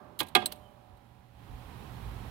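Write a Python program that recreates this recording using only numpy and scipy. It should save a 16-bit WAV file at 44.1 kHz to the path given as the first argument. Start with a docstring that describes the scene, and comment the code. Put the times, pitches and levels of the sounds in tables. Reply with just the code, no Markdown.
"""The linkage of a parked riding mower is worked, heard close to the engine bay, engine off, outdoors.
Its latch scrapes and clicks, the steel frame clunks twice and settles, a joint squeaks, a spring rings on.
In the quiet the recorder's gain creeps up, lifting the outdoor rush, a far hum and puffs of wind.
The scene sits to the right."""
import sys
import numpy as np
from scipy import signal
from scipy.io import wavfile

SR = 44100
rng = np.random.default_rng(int(sys.argv[2]) if len(sys.argv) > 2 else 0)


def file_out(sig):
    """Save sig as 16-bit WAV at sys.argv[1]."""
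    # one column per channel
    cols = np.atleast_2d(sig).T
    # limit, then scale
    lim = np.clip(cols, -1, 1)
    pcm = np.round(lim * 32767).astype(np.int16)
    wavfile.write(sys.argv[1], SR, pcm)


N = 101429
TIME = np.arange(N) / SR
FRAME_PAN_DB = -14  # every pan is left minus right

# The linkage knocks on the frame. Each row: start in seconds, panel level in dB, chatter in seconds,
# tilt in dB per octave, then the levels of frame ring, thud and crack in dB.
KNOCKS = [(0.2019, -11.5, 0.019, -2, -14, -35, -4.5), (0.3503, -2, 0.02, -0.5, 3.5, -32.5, 9),
          (0.419, -16, 0.0095, -7, -20, -40, -42), (0.515, -24.5, .004, -6, -42, -57, -31)]
# Where the knocks sit. Each row: frequency in Hz, pan in dB.
PANEL_PAN = [(100, -10.5), (500, -15.5), (3500, -20), (5500, 4), (10000, -14), (15000, -5)]


def frame():
    """A knock chatters briefly, losing its treble first, then leaves the panels and frame ringing."""
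    # The frame's modes. Each row: pitch in Hz, level in dB, ring time (t60) in seconds.
    modes = [(220, -39, .25), (360, -30, .2), (421, -38, .15), (737, -24, .18), (800, -28, .14),
             (1200, -26, .13), (1619, -30, .19), (2150, -27, .1), (2472, -30, .09), (2558, -28, .12),
             (3343, -20, .085), (3435, -26, .06), (3765, -27, .05), (4200, -30, .05), (4700, -34, .05)]
    # The panels' dense modes. Each row: frequency in Hz, relative level in dB.
    colour = [(60, -24), (130, -15), (350, 0.5), (560, -4), (850, 7.5), (1400, -7), (2500, 0.5), (3700, 4),
              (5200, -20), (8000, -6.5), (10500, -4.5), (15000, -14)]
    # Damping during the chatter. Each row: frequency in Hz, loss in dB per second.
    losses = [(300, 40.5), (1000, 77.5), (2400, 145), (3800, 500), (7000, 751), (12000, 999.5)]
    # The panels' tail. Each row: frequency in Hz, level against the hit in dB.
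    tail_levels = [(100, -8.5), (400, -13), (1000, -14), (3000, -15), (6000, -26.5), (14000, -26.5)]
    # The tail's length. Each row: frequency in Hz, t60 in seconds.
    tail_times = [(100, .5), (700, .4), (3000, 0.42), (12000, 0.31)]

    def envelope(hz):
        power = 0
        for start, db, chatter, tilt_db, *_ in KNOCKS:
            t = TIME - start
            strength = from_db(db + tilt_db * np.log2(max(hz, 200) / 1000))
            onset = rise(t, attack=1.5 / max(hz, 400))
            sag = from_db(-at_hz(losses, hz) * np.clip(t, 0, chatter))
            body = sag * decay(t - chatter, t60=.04)
            tail = from_db(at_hz(tail_levels, hz)) * decay(t, at_hz(tail_times, hz))
            power += (strength * onset) ** 2 * (body ** 2 + tail ** 2)
        return np.sqrt(power)
    panels = from_db(-18.5) * shaped_noise(colour, PANEL_PAN, envelope)
    hits = [(start, ring_db) for start, *_, ring_db, _, _ in KNOCKS]
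    return panels + ringing(modes, hits, FRAME_PAN_DB)


def crack():
    """The first few milliseconds of each knock: hard steel on steel."""
    # The impact's bright edge. Each row: frequency in Hz, relative level in dB.
    colour = [(1500, -4), (2600, -9.5), (3400, 7.5), (4300, -8), (5500, -25), (10000, -16), (15000, -25.5)]
    hold_s = .0037
    strikes = sum(from_db(db) * rise(TIME - start, .0012) * decay(TIME - start - hold_s, t60=.0132)
                  for start, *_, db in KNOCKS)
    return from_db(-23.5) * shaped_noise(colour, PANEL_PAN, lambda hz: strikes)


def thud():
    """Each knock also shakes the heavy deck, which answers with a dull thump."""
    # The deck's low body. Each row: frequency in Hz, relative level in dB.
    colour = [(80, -16.5), (130, 1.5), (175, -9), (230, -3.5), (330, -3.5), (420, -12.5)]
    shake = sum(from_db(db) * rise(TIME - start, .0029) * decay(TIME - start, t60=.13)
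                for start, *_, db, _ in KNOCKS)
    return shaped_noise(colour, PANEL_PAN, lambda hz: shake)


def latch():
    """Small steel parts scrape for a moment and snap home with a bright ring."""
    # The clicks. Each row: start in seconds, scrape level in dB, scrape in seconds, ring level in dB.
    clicks = [(0.1901, -3, 0.021, -23), (0.229, -17.5, .005, -24), (0.266, -27, 0.0074, -38),
              (0.284, -23.5, 0.0049, -25), (0.4581, 5, 0.001, 4.5), (0.521, -6, 0.0021, -20),
              (0.558, -54, 0.0023, -31), (0.969, -43.5, .006, -46)]
    # The latch's modes. Each row: pitch in Hz, level in dB, t60 in seconds.
    modes = [(3880, -31, .03), (3990, -30, .03), (4110, -33, .04), (8230, -29, .045), (10400, -38, .04),
             (10890, -35, .04), (12550, -36, .045), (13150, -39, .03), (14620, -44, .07)]
    # The scrape. Each row: frequency in Hz, relative level in dB.
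    colour = [(200, -13), (1500, -8), (2500, -8.5), (3900, 4), (5000, -7.5), (7500, -7.5), (10500, -1.5),
              (13000, 2), (15500, -7)]
    pan_db = -7.5
    contact = 0
    for start, db, scrape_s, _ in clicks:
        t = TIME - start
        tail = from_db(-39) * decay(t, t60=.75)
        contact += from_db(db) * rise(t, .00037) * (decay(t - scrape_s, t60=.027) + tail)
    scraping = from_db(-30.5) * shaped_noise(colour, [(1000, pan_db)], lambda hz: contact)
    hits = [(start, ring_db) for start, *_, ring_db in clicks]
    return scraping + ringing(modes, hits, pan_db)


def spring():
    """A shaken spring rings on softly for seconds."""
    # The jolts. Each row: start in seconds, level in dB.
    shakes = [(0.0, -6), (0.352, 1)]
    # The spring's modes. Each row: pitch in Hz, level in dB, t60 in seconds.
    modes = [(566, -59, 3.8), (603, -49, 1.4), (736, -60, 6), (739, -68, 5), (819, -64, 7), (845, -65, .8),
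             (969, -68, 6), (1180, -59, 1.0)]
    return ringing(modes, shakes, pan_db=-15.5)


def squeak():
    """A joint slips with a faint, thin, unsteady tone as the linkage settles."""
    tone = wavering_tone(hz=3085, width_hz=100)
    return from_db(-68.5) * tone * swell(peak_s=.669, half_s=.049) * pan(FRAME_PAN_DB)


def background():
    """Outdoor rumble, a soft rush and puffs of wind, over the recorder's own fine hiss."""
    # The colours of the four layers. Each row: frequency in Hz, relative level in dB.
    rumble = [(25, -9.5), (45, -11), (58, -3.5), (73, 4), (92, -7.5), (115, -6.5), (150, -9), (200, -12),
              (280, -25)]
    rush = [(180, 7), (290, 1.5), (400, -1), (600, -5), (800, -1), (1050, -1), (1400, -10.5), (1700, -13)]
    recorder_hiss = [(1500, -4), (2500, -3.5), (3600, -5.5), (5100, -14.5), (6800, -18), (12000, -14.5),
                     (15500, -17.5)]
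    buffet = [(30, -28.5), (42, -24), (55, 13.5), (70, -20.5), (100, -7.5)]
    # How rumble and rush drift. Each row: time in seconds, level in dB.
    rumble_levels = [(0, -61.5), (.4, -58.5), (.8, -64), (1.4, -60), (2.3, -62)]
    rush_levels = [(0, -53.5), (.12, -57), (.3, -57.5), (.7, -61.5), (1.2, -65), (1.7, -64.5), (2.3, -64)]
    # Wind on the microphone. Each row: peak time in seconds, level in dB, half length in seconds.
    puffs = [(0.89, -51, 0.027), (1.483, -47, 0.022), (2.023, -49.5, 0.026), (2.152, -58.5, 0.067)]
    # Where the layers sit. Each row: frequency in Hz, pan in dB.
    pans = [(50, -6), (120, -13), (300, -12.5), (1000, -14.5), (3500, -11), (6000, -4.5), (11000, -2),
            (15000, -7)]
    gusts = sum(from_db(db) * swell(peak_s, half_s) for peak_s, db, half_s in puffs)
    layers = [(rumble, level(rumble_levels)), (rush, level(rush_levels)),
              (recorder_hiss, from_db(-71)), (buffet, gusts)]
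    return sum(shaped_noise(colour, pans, lambda hz: gain) for colour, gain in layers)


def hum():
    """A narrow, unsteady drone from far away."""
    # The drone swells and sinks. Each row: time in seconds, level in dB.
    levels = [(0, -65.5), (.6, -65), (1.0, -59.5), (1.5, -63), (2.3, -65.5)]
    return wavering_tone(hz=119.6, width_hz=7.9, lead_samples=SR) * level(levels) * pan(-11)


def ringing(modes, hits, pan_db):
    """Each hit sets the modes ringing; they build over a few cycles, with a phase lag between sides."""
    build_cycles = 2.1
    out = np.zeros((2, N))
    for start, db in hits:
        t = TIME - start
        phases = rng.uniform(-np.pi, np.pi, (len(modes), 2))
        for (hz, mode_db, t60), (phase, lag) in zip(modes, phases):
            left_shift = np.array([[lag * min(1, hz / 1000)], [0]])
            swing = np.sin(2 * np.pi * hz * t + phase + left_shift)
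            out += from_db(db + mode_db) * rise(t, build_cycles / hz) * decay(t, t60) * swing
    return out * pan(pan_db)


def shaped_noise(colour, pans, envelope):
    """Third-octave stereo noise, each band driven by envelope(hz); rms near one at an envelope of one."""
    # Stereo image, narrow bass to wide treble. Each row: frequency in Hz, left-right correlation.
    likeness = [(50, 0.72), (150, 1), (400, 0.27), (1000, 0.25), (3000, .1), (12000, .05)]
    edges = np.geomspace(22, 17000, 30)
    centres = np.sqrt(edges[1:] * edges[:-1])
    inside = (edges[1:] > colour[0][0]) & (edges[:-1] < colour[-1][0])
    gains = from_db(at_hz(colour, centres)) * inside
    gains /= np.sqrt(np.sum(gains ** 2 * np.diff(edges)) * 2 / SR)
    white, out = rng.standard_normal((2, 2, N)), np.zeros((2, N))
    for k in np.flatnonzero(inside):
        hz = centres[k]
        mid, side = white[k % 2]  # neighbouring bands get independent noise
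        alike = at_hz(likeness, hz)
        pair = np.sqrt((1 + alike) / 2) * mid + np.sqrt((1 - alike) / 2) * side * [[1], [-1]]
        band = signal.butter(2, edges[k:k + 2], "band", fs=SR, output="sos")
        out += gains[k] * pan(at_hz(pans, hz)) * signal.sosfilt(band, pair * (envelope(hz) + 1e-12))
    return out


def wavering_tone(hz, width_hz, lead_samples=0):
    """Noise in a band narrow enough to have a pitch; a lead-in lets the filter settle."""
    band = signal.butter(2, [hz - width_hz / 2, hz + width_hz / 2], "band", fs=SR, output="sos")
    tone = signal.sosfilt(band, rng.standard_normal(N + lead_samples))[lead_samples:]
    return tone / tone.std()


def from_db(db):
    """Decibels to gain."""
    return 10 ** (np.asarray(db) / 20)


def at_hz(points, hz):
    """Read a table on a log-frequency axis."""
    freqs, values = np.transpose(points)
    return np.interp(np.log(hz), np.log(freqs), values)


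def level(rows):
    """A fader ride through rows of seconds and dB."""
    return from_db(np.interp(TIME, *np.transpose(rows)))


def pan(db):
    """Left and right gains, db apart, with a mean of one."""
    gains = from_db([[db / 2], [-db / 2]])
    return gains / gains.mean()


def rise(t, attack):
    """Silent until t = 0, then up to one with a time constant of attack seconds."""
    return 1 - np.exp(-np.maximum(t, 0) / attack)


def decay(t, t60):
    """One until t = 0, then 60 dB down every t60 seconds."""
    return np.exp(-np.minimum(np.log(1000) * np.maximum(t, 0) / t60, 40))


def swell(peak_s, half_s):
    """A bell-shaped fade in and out."""
    return np.exp(-np.minimum(((TIME - peak_s) / half_s) ** 2, 20))


def scene():
    """Linkage and spring over a quiet background."""
    return crack() + thud() + frame() + latch() + spring() + background() + hum() + squeak()


def record(dry):
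    """Gain starts low, holds after each loud peak, then creeps up; peaks are rounded, the top is cut."""
    trigger_db, hold_s, recovery_s, boost_db = -11, .87, .4, 14.5
    loud = np.abs(dry).max(axis=0) > from_db(trigger_db)
    quiet_s = TIME - np.maximum.accumulate(TIME * loud)
    gain = 1 + (from_db(boost_db) - 1) * rise(quiet_s - hold_s, recovery_s)
    high_cut = signal.ellip(10, .2, 80, 15900, fs=SR, output="sos")
    return signal.sosfilt(high_cut, np.tanh(dry * gain))


dry = scene()
out = record(dry)
file_out(out)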